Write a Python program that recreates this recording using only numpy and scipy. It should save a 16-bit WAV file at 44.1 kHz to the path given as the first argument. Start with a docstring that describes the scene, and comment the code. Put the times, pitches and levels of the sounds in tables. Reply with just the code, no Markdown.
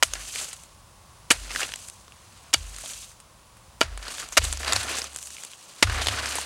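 """A wooden hoe chops into frosted forest soil six times: short noise bursts are the cracking crust and
scattering rubble, ringing tones the wood, dying sines the soil thuds. The blade then drags crumbling earth,
made of many tiny ringing grains and single snaps. Jolts through the ground shake the microphone's stand,
heard as low, slowly swelling tones. After the fourth blow the microphone stands closer.
Filtered noise gives the far hiss and rumble in the gaps."""
import sys
import numpy as np
from scipy import signal
from scipy.fft import rfft, irfft, next_fast_len
from scipy.io import wavfile

SR = 44100
rng = np.random.default_rng(int(sys.argv[2]) if len(sys.argv) > 2 else 0)


def persist_wave(psi):
    """Save psi, clipped to +-1, as 16-bit WAV."""
    counts = np.round(np.clip(psi, -1, 1) * 32767).astype(np.int16)
    wavfile.write(sys.argv[1], SR, np.atleast_2d(counts).T)


N = 284445   # length in samples


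def from_db(db):
    """Turn decibels into a gain."""
    return 10 ** (np.asarray(db) / 20)


def rms_one(x):
    """Scale to an average strength (rms) of 1."""
    return x / np.sqrt(np.mean(x ** 2) + 1e-20)


def peak_one(x):
    """Scale so the highest peak is 1."""
    return x / np.max(np.abs(x))


def band(x, low_hz, high_hz, order=2):
    """Keep the pitches between two limits (Butterworth band-pass)."""
    top_hz = min(high_hz, .45 * SR)
    return signal.sosfilt(signal.butter(order, [low_hz, top_hz], "band", fs=SR, output="sos"), x)


def colour(x, spectrum):
    """Shape a sound by (f/Hz, level/dB) points joined on a log pitch axis."""
    size = next_fast_len(N)
    hz = np.maximum(np.arange(size // 2 + 1) * SR / size, 1)
    point_hz, point_db = np.array(spectrum).T
    gain = from_db(np.interp(np.log(hz), np.log(point_hz), point_db))
    return irfft(rfft(x, size) * gain, size)[:N]


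def drift(rate):
    """Wander slowly by chance, with rms 1; a higher rate (Hz) wanders faster."""
    step = 40   # samples between the points of the slow curve
    r = np.exp(-2 * np.pi * rate * step / SR)
    noise = rng.standard_normal(N // step + 2002)
    slow = signal.lfilter([1], [1, -2 * r, r * r], noise)[2000:]   # skip the settling of the filter
    return np.interp(np.arange(N) / step, np.arange(len(slow)), rms_one(slow))


def ring(clicks, hz, t60):
    """Each unit click sets off a sine of height 1 that falls by 60 dB in t60 seconds."""
    r = from_db(-60 / (t60 * SR))
    w = 2 * np.pi * hz / SR
    return signal.lfilter([0, np.sin(w)], [1, -2 * r * np.cos(w), r * r], clicks + 1e-18)


def burst(noise, t60, rise, spike):
    """A break: noise that swells, spikes as the piece gives way, and dies."""
    rise = max(rise, .0001)
    t = np.arange(len(noise)) / SR - rise
    swell = np.minimum(1 + t / rise, 1)
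    decay = from_db(-60 * np.maximum(t, 0) / max(t60, .003))
    return noise * swell * decay * (1 + spike * np.exp(-np.abs(t) / 0.0006))


def about(x, hz, spread, wide_db):
    """Strongest about a centre pitch, with a broad skirt around it; peak 1."""
    core = band(x, hz / spread, hz * spread)
    skirt = band(x, hz / 3.6, hz * 2.2, order=1)
    return peak_one(core + from_db(wide_db) * skirt)


QUIET_DB = -52
MOVED_S = 4.35   # the microphone is closer from here on
RUMBLE_DROP_DB = -11.5   # the rumble is weaker at the closer spot
# tone of the far hiss and rumble: f/Hz, relative level/dB (per Hz)
QUIET_TONE = [(15, -46), (25, -14), (49, -1.5), (107, -4.5), (233, -15), (267, -20), (340, -17), (433, -22),
              (509, -15), (722, -17), (1110, -11.5), (1240, -17), (1710, -23), (10400, -25), (12500, -38.5),
              (15900, -32)]


def forest():
    """Far hiss and rumble: shaped noise, wavering a little."""
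    noise = rms_one(colour(rng.standard_normal(N), QUIET_TONE))
    air = from_db(QUIET_DB + 0.46 * drift(1.0)) * noise
    rumble = signal.sosfiltfilt(signal.butter(2, 170, fs=SR, output="sos"), air)
    closer = np.arange(N) > MOVED_S * SR
    return air - rumble * (1 - from_db(RUMBLE_DROP_DB)) * closer


# crust breaking under a blow, before filtering:
# t/s, peak level/dB, centre f/Hz, 60 dB decay time/s, wood knock level/dB
CRUST_CRACKS = [(.026, 1.5, 1540, 0.024, -14), (.0295, -8, 4000, 0.015, -22),
                (0.0321, -1, 6800, 0.016, -36), (0.034, -15, 2460, .011, -14.5),
                (1.302, -22, 5000, .058, -43), (1.305, -4, 7300, 0.014, -7),
                (1.3083, 5.5, 2770, 0.0096, -17), (1.3112, 0.5, 1940, 0.031, -15),
                (1.3142, -2, 9000, 0.018, -6), (1.3177, -8, 8100, 0.043, -11),
                (2.5303, -14, 2920, 0.07, -43), (2.5351, -11.5, 7960, 0.027, -14),
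                (2.538, -1.5, 5800, 0.016, -20), (2.542, 1.5, 2620, 0.011, -29),
                (2.545, -24, 4600, .03, -9.5), (3.809, -8, 5560, 0.0075, -22),
                (3.8131, -2.5, 1340, 0.036, -2), (3.821, -27, 3000, 0.066, -23),
                (3.828, -22, 2480, .03, -24), (3.833, -22, 4500, .02, -30), (4.3688, -8, 7100, 0.014, -30),
                (4.3698, -26.5, 1180, .015, -12), (4.373, 2, 2500, 0.019, -12),
                (4.377, -2, 5000, 0.031, -6), (4.38, 0.5, 2480, 0.0097, -36),
                (4.384, -11, 2000, 0.034, -16), (5.8252, -7, 5000, 0.0072, -22),
                (5.8265, 1, 2200, 0.044, -12)]


def crust_cracks(size=8000):
    """Frozen crust breaks in short noise bursts, each strongest about its own pitch."""
    out = np.zeros(N + size)
    noises = rng.standard_normal((len(CRUST_CRACKS), size))
    for (s, peak_db, hz, t60, _), noise in zip(CRUST_CRACKS, noises):
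        i = round(s * SR)
        crack = burst(noise, t60, rise=0.000464, spike=0.38)
        out[i:i + size] += from_db(peak_db) * about(crack, hz, spread=1.24, wide_db=4.5)
    return out[:N]


# ringing tones (modes) of the wooden hoe: f/Hz, relative level/dB, 60 dB decay time/s
HOE_MODES = [(331, 5, 0.012), (655, -4.5, 0.042), (1391, -3, 0.027), (1800, -22, 0.029), (2360, -1, 0.0085),
             (2340, -7, 0.011), (2917, 0, 0.021), (4600, -8, 0.037)]


def wood_knocks():
    """Each crack rings the hoe, most of all in the modes nearest the crack's own pitch."""
    crack_s, _, crack_hz, _, knock_db = np.transpose(CRUST_CRACKS)
    at = np.round(crack_s * SR).astype(int)
    out = np.zeros(N)
    for hz, db, t60 in HOE_MODES:
        octaves_away = np.abs(np.log2(hz / crack_hz))
        knocks = np.zeros(N)
        knocks[at] = from_db(knock_db + db - 6.2 * octaves_away)
        out += ring(knocks, hz, t60)
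    return out


THUD_T60_S, RUBBLE_AFTER_S, RUBBLE_T60_S = 0.025, 0.011, 0.15
# each blow, before filtering: t/s, soil thud level/dB, thud f/Hz, rubble level/dB, rubble f/Hz
HOE_BLOWS = [(.028, -26, 468, -19.5, 7900), (1.308, -10.5, 317, -20.5, 1780), (2.54, -26.5, 313, -26, 3120),
             (3.814, -38, 666, -23, 1500), (4.375, -10, 590, -37, 6000), (5.826, -10, 295, -27, 3460)]


def soil_thuds(size=8000):
    """The soil answers each blow with a short, quickly dying sine."""
    out = np.zeros(N + size)
    t = np.arange(size) / SR
    for s, db, hz, _, _ in HOE_BLOWS:
        i = round(s * SR)
        envelope = from_db(db - 60 * t / THUD_T60_S) * np.minimum(t / 0.0014, 1)
        out[i:i + size] += envelope * np.sin(2 * np.pi * hz * t)
    return out[:N]


def rubble(size=8000):
    """Broken bits scatter just after each blow: a longer, broader burst of noise."""
    out = np.zeros(N + size)
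    noises = rng.standard_normal((len(HOE_BLOWS), size))
    for (s, _, _, db, hz), noise in zip(HOE_BLOWS, noises):
        i = round((s + RUBBLE_AFTER_S) * SR)
        scatter = burst(noise, RUBBLE_T60_S, rise=0.0018, spike=0.43)
        out[i:i + size] += from_db(db) * about(scatter, hz, spread=1.36, wide_db=8.0)
    return out[:N]


def blows():
    """Cracks, knocks and rubble stay thin and bright; the soil thuds keep their bass."""
    bright = crust_cracks() + wood_knocks() + rubble()
    # keep cracks, knocks and rubble thin and bright, with little bass
    bright = signal.sosfilt(signal.butter(2, 350, "high", fs=SR, output="sos"), bright)
    return bright + soil_thuds()


# earth on the move, one list a stroke: t/s, frost grit level/dB, coarseness/dB (lumps over grit)
DRAG_STROKES = [
    [(.045, -48.5, -5.5), (.195, -42.5, -6), (.319, -37, -12), (.389, -33.5, -7.5), (.519, -44, -7),
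     (.56, -50.5, -12), (.8, -66, -6)],
    [(1.335, -37, -15), (1.363, -44, -8), (1.477, -46.5, -1), (1.531, -39.5, -4), (1.603, -31, -6),
     (1.655, -39, -1), (1.745, -49, -6.5), (1.87, -46, -12.5), (1.925, -54.5, -13), (2.089, -61, -7),
     (2.5, -59, 0)],
    [(2.56, -46, -17), (2.594, -47.5, -6.5), (2.704, -48.5, -7), (2.786, -42.5, -8.5), (2.904, -36, -9.5),
     (2.964, -43, -10.5), (3.056, -42.5, -14), (3.154, -60, -13), (3.3, -74, -2)],
    [(3.845, -54, 2), (3.965, -57.5, 4.5), (4.035, -48.5, 0), (4.075, -44.5, 2), (4.125, -40, -6),
     (4.19, -38.5, -5), (4.24, -44, 0), (4.276, -50, -3), (4.365, -51, -6)],
    [(4.395, -47, -2), (4.443, -33.5, -6.5), (4.567, -44.5, -4.5), (4.685, -38, 3.5), (4.803, -36, -2),
     (4.859, -39, 1), (4.909, -33.5, -0.5), (4.997, -35.5, -3.5), (5.06, -44, -1.5), (5.104, -48.5, -6),
     (5.228, -44, -17.5), (5.408, -45.5, -8), (5.578, -51, -8.5), (5.815, -49, -5.5)],
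    [(5.845, -50, -2), (5.883, -42.5, 2), (5.997, -38.5, 5), (6.057, -38.5, -1.5), (6.183, -39.5, 4.5),
     (6.313, -35.5, -2.5), (6.4, -34, -4), (6.45, -43.5, -2)],
]


def drag():
    """Grit level and coarseness in time; next to nothing while the hoe is in the air."""
    t = np.arange(N) / SR
    grit_db, coarse_db = np.full(N, -120.), np.zeros(N)
    for rows in DRAG_STROKES:
        s, grit, coarse = np.transpose(rows)
        moving = (t >= s[0] - .01) & (t <= s[-1] + .01)
        grit_db[moving] = np.interp(t[moving], s, grit)
        coarse_db[moving] = np.interp(t[moving], s, coarse)
    return grit_db, coarse_db


def grains(low_hz, high_hz, per_s, uneven_db, cycles, clump, count=9):
    """Random grains of uneven size, in clumps, each ringing a few cycles at one of several pitches."""
    strength = from_db(uneven_db * np.minimum(rng.exponential(1, N), 5)) * rng.choice([-1, 1], N)
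    born = rng.random(N) < per_s * clump / SR
    dealt = rng.integers(0, count, N)   # which pitch each grain gets
    rung = np.zeros(N)
    for k, hz in enumerate(np.geomspace(low_hz, high_hz, count)):
        rung += ring(strength * born * (dealt == k), hz, cycles / hz) * hz / low_hz
    return band(rung, low_hz, high_hz, order=3)


# tone of the moving earth: f/Hz, relative level/dB (per Hz)
EARTH_TONE = [(88, -46), (150, -16.5), (253, -7.5), (339, -12), (736, -4), (877, -9.5), (1370, -4),
              (3690, -12.5), (4390, -10.5), (5440, -10), (6110, -4), (9000, -6), (15500, -28.5)]
# grain sizes, big to small: low f/Hz, high f/Hz, base rate/(1/s), unevenness/dB, 60 dB decay/cycles
GRAIN_SIZES = [(180, 850, 1000, 1.5, 10), (864, 2770, 1200, 2, 16), (2480, 5310, 2000, 1, 3.7),
               (5000, 17400, 6000, 2, 4.9)]
# mix of the same grain sizes: level/dB over the grit, share of the coarseness (no unit)
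GRAIN_MIX = [(-6.5, 1.33), (0.5, 1.45), (0.5, 0.58), (-1, 0)]


def earth(grit_db, coarse_db):
    """All grain sizes share the stop-and-go of the blade; coarse earth favours the big ones."""
    judder = 3.0 * drift(40)
    out = np.zeros(N)
    for size, (db, share) in zip(GRAIN_SIZES, GRAIN_MIX):
        clump = from_db(judder + 2.5 * drift(30))
        crumble = rms_one(colour(grains(*size, clump), EARTH_TONE))
        out += from_db(grit_db + db + share * coarse_db) * crumble
    return out


# jolts that shake the stand: t/s, relative level/dB, extra level/dB of the upper two modes
FAR_JOLTS = [(.045, -33.5, -4), (1.325, -29, -5), (2.555, -29.5, 0.5), (3.83, -27.5, -0.5)]
NEAR_JOLTS = [(4.381, -26, -9.5), (4.725, -57, 22.5), (5.834, -24, -1), (6.07, -56.5, 26.5)]
# the stand's modes, close pairs beat: f/Hz, rise time/s, 60 dB decay time/s, relative level/dB
FAR_MODES = [(46.2, 0.027, 0.81, -2.5), (49.14, 0.026, 0.99, -5), (76.2, 0.022, 0.34, 3),
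             (119, 0.0049, 0.14, -6)]
NEAR_MODES = [(43.9, 0.037, 0.61, 4), (70.2, 0.0056, 1.76, -1.5), (95.2, 0.0034, 0.36, 3.5),
              (104.2, 0.004, 0.66, -2)]


def stand(jolts, modes):
    """The ground wave arrives slowly, so each mode swells before it dies; neighbours start opposed."""
    out, t = np.zeros(N + SR), np.arange(SR) / SR
    for s, shake_db, upper_db in jolts:
        at = round(s * SR)
        for k, (hz, rise, t60, db) in enumerate(modes):
            swell = (1 - np.exp(-t / max(rise, .002))) ** 2
            decay = from_db(shake_db + db + upper_db * (k > 1) - 60 * t / t60)
            out[at:at + SR] += (-1) ** k * swell * decay * np.sin(2 * np.pi * hz * t)
    return out[:N] * from_db(.8 * drift(9))   # the ringing wavers a little


# chance snaps: least level over the grit, spread, and ranges of pitch and decay
SMALL_SNAP_DB, SMALL_SPREAD_DB, SMALL_RISE_S = 9.5, 2.5, 0.00048
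SMALL_HZ, SMALL_T60_S = (2500, 9000), (0.0068, 0.036)


def small_snaps(grit_db, count=40):
    """Lesser snaps fall by chance wherever earth moves, somewhat above the grit."""
    when, size, pitch, length = rng.random((count, 4)).T
    moving = np.flatnonzero(grit_db > -62)
    at = moving[((np.arange(count) + when) / count * len(moving)).astype(int)]   # one per equal share
    db = grit_db[at] + SMALL_SNAP_DB - SMALL_SPREAD_DB * np.log(1 - size)
    hz = SMALL_HZ[0] * (SMALL_HZ[1] / SMALL_HZ[0]) ** pitch
    t60 = SMALL_T60_S[0] * (SMALL_T60_S[1] / SMALL_T60_S[0]) ** length
    return list(zip(at / SR, db, hz, t60, np.full(count, SMALL_RISE_S)))


# a snap's broad skirt at 3 kHz; high ticks are broader than low clods
SKIRT_DB, SKIRT_DB_PER_OCTAVE = -3.5, 2
# dull body under a 3 kHz snap; it grows with coarseness, low clods need less
BODY_DB, BODY_PER_COARSE, BODY_DB_PER_OCTAVE = -11, 0.98, 2
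# clearest clods and twigs giving way; ticks rise fast, crunches slowly. Before body and filtering:
# t/s, peak level/dB, centre f/Hz, 60 dB decay time/s, rise time/s
CLEAR_SNAPS = [(0.1348, -10.5, 5900, 0.017, .0015), (0.152, -24.5, 1630, 0.1, 0.002),
               (.288, -24, 8500, 0.033, .0004), (0.351, -21, 7700, 0.043, .0005),
               (.3996, -26.5, 7640, 0.015, .0003), (.4106, -17.5, 7740, 0.18, 0.0028),
               (0.5298, -20.5, 8050, 0.063, 0.00041), (.6348, -28.5, 8320, 0.017, 0.0015),
               (1.502, -23.5, 2310, 0.038, 0.0061), (1.5153, -21, 5100, .012, 0.00042),
               (1.5493, -21, 1650, .021, 0.00015), (1.5597, -11.5, 1600, 0.019, 0.00056),
               (1.591, -22, 1500, 0.012, 0.0047), (1.6044, -18, 1500, 0.06, 0.00078),
               (1.614, -19.5, 2100, 0.1, 0.0018), (1.6305, -13.5, 2860, 0.046, 0.0002),
               (1.6903, -27, 1600, 0.018, 0.001), (1.7199, -20, 3440, 0.0092, 0.00034),
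               (1.7377, -13, 3400, 0.016, 0.00023), (1.7563, -21, 7840, .018, .003),
               (1.7903, -30, 7590, .008, .0003), (1.8794, -22.5, 8000, 0.01, .007),
               (1.899, -20.5, 8400, 0.0062, 0.00028), (2.08, -34, 1270, .006, 0.00075),
               (2.1215, -34.5, 2870, 0.01, 0.00024), (2.7632, -20.5, 7590, 0.0079, .0004),
               (2.785, -19.5, 8260, 0.0095, 0.0003), (2.836, -32, 636, 0.066, 0.0023),
               (2.8467, -30.5, 4000, .006, 0.00037), (2.8597, -20, 3600, 0.0057, 0.00027),
               (3.029, -33.5, 3000, .008, .001), (3.201, -31.5, 8100, 0.035, 0.0008),
               (3.569, -35.5, 10000, .04, 0.00046), (3.9752, -20.5, 8100, .017, 0.00073),
               (4.024, -27.5, 2700, .032, .004), (4.051, -29, 1390, 0.024, 0.0024),
               (4.063, -28.5, 1410, 0.15, .006), (4.0812, -19.5, 4380, 0.033, .0004),
               (4.15, -30, 6240, 0.014, 0.00027), (4.193, -19, 6860, 0.039, 0.0068),
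               (4.217, -22, 6930, 0.0093, .0017), (4.226, -29.5, 1270, .047, 0.0041),
               (4.2878, -24, 7640, 0.0077, .0003), (4.32, -22.5, 6400, 0.12, .0044),
               (4.417, -21.5, 3000, 0.079, .0005), (4.4403, -13, 7450, 0.11, .0015),
               (4.5271, -8.5, 7500, 0.012, 0.00015), (4.535, -15.5, 9120, 0.0056, 0.00015),
               (4.573, -19.5, 5650, 0.017, 0.00018), (4.6298, -18.5, 1980, 0.028, 0.0028),
               (4.6458, -19, 1450, .024, 0.0016), (4.6675, -15.5, 3960, 0.071, .013),
               (4.7215, -7, 4050, 0.04, 0.0027), (4.7322, -4.5, 7100, 0.019, 0.00062),
               (4.754, -6, 4500, 0.043, 0.0093), (4.8318, -15, 8400, 0.014, 0.00038),
               (4.868, -25.5, 1140, 0.015, 0.0016), (4.911, -20, 2500, 0.085, 0.0014),
               (4.9268, -22, 2450, 0.079, 0.00065), (4.9806, -13.5, 6430, .026, 0.0054),
               (5.0166, -17, 5030, 0.025, 0.0022), (5.0415, -18, 6300, 0.028, 0.00086),
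               (5.132, -28, 9000, .0077, .0003), (5.1472, -25, 8500, 0.0064, 0.00026),
               (5.1608, -16.5, 7650, 0.019, 0.00025), (5.1718, -19, 8360, 0.0032, 0.00024),
               (5.1865, -23, 7500, .015, 0.00055), (5.216, -30, 7590, .012, .0003),
               (5.2275, -19, 9120, 0.0054, .0003), (5.236, -24, 6500, 0.011, 0.00073),
               (5.256, -27, 6930, .008, 0.0018), (5.2694, -21, 9120, 0.023, 0.0026),
               (5.3038, -23, 6270, 0.017, 0.0012), (5.3672, -25, 2480, 0.0061, .0003),
               (5.3802, -31, 2470, 0.013, 0.0027), (5.436, -19.5, 7000, 0.011, 0.00015),
               (5.448, -20, 9450, 0.019, 0.0018), (5.516, -31, 3800, .007, 0.00025),
               (5.534, -28, 2840, .015, 0.00042), (5.8709, -22.5, 1320, 0.074, 0.00068),
               (5.896, -19, 1360, .034, 0.0024), (6.016, -16.5, 3370, 0.12, 0.0016),
               (6.0604, -17.5, 3680, 0.022, .0003), (6.0688, -7, 3870, 0.023, 0.0017),
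               (6.0826, -7.5, 3360, 0.033, 0.0025), (6.185, -20, 2770, .015, 0.0025),
               (6.2578, -16, 4800, .015, 0.00077), (6.3537, -12, 9300, 0.063, .0013),
               (6.3842, -17.5, 880, .021, 0.00029), (6.4082, -17.5, 8500, 0.042, 0.0062)]


def snaps(grit_db, coarse_db, size=5000):
    """Single clods and twigs give way: a bright crack over a dull body."""
    out, rows = np.zeros(N + size), CLEAR_SNAPS + small_snaps(grit_db)
    noises = rng.standard_normal((len(rows), size))
    for (s, peak_db, hz, t60, rise), noise in zip(rows, noises):
        i = round(s * SR)
        octaves = np.log2(hz / 3000)
        x = burst(noise, t60, rise, spike=1.0)
        crack = about(x, hz, spread=1.222, wide_db=SKIRT_DB + SKIRT_DB_PER_OCTAVE * octaves)
        body_db = BODY_DB + BODY_PER_COARSE * coarse_db[i] + BODY_DB_PER_OCTAVE * octaves
        body = from_db(body_db) * peak_one(band(x, 330, 3700))
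        out[i:i + size] += from_db(peak_db) * (crack + body)
    return out[:N]


def scene():
    """One microphone on both channels; the microphone's dull treble softens the breaks."""
    quiet = forest()
    grit_db, coarse_db = drag()
    breaks = blows() + snaps(grit_db, coarse_db)
    breaks = signal.sosfilt(signal.butter(4, 10500, fs=SR, output="sos"), breaks)
    shaking = stand(FAR_JOLTS, FAR_MODES) + stand(NEAR_JOLTS, NEAR_MODES)
    mono = quiet + breaks + earth(grit_db, coarse_db) + shaking
    return np.array([mono, mono])


CUTOFF_HZ = 16200


def record(dry):
    """Peaks are clipped a little under full scale, then the top of the treble is cut."""
    clipped = np.clip(dry, -.86, .86)
    return signal.sosfilt(signal.ellip(14, .5, 100, CUTOFF_HZ, fs=SR, output="sos"), clipped)


dry = scene()
out = record(dry)
persist_wave(out)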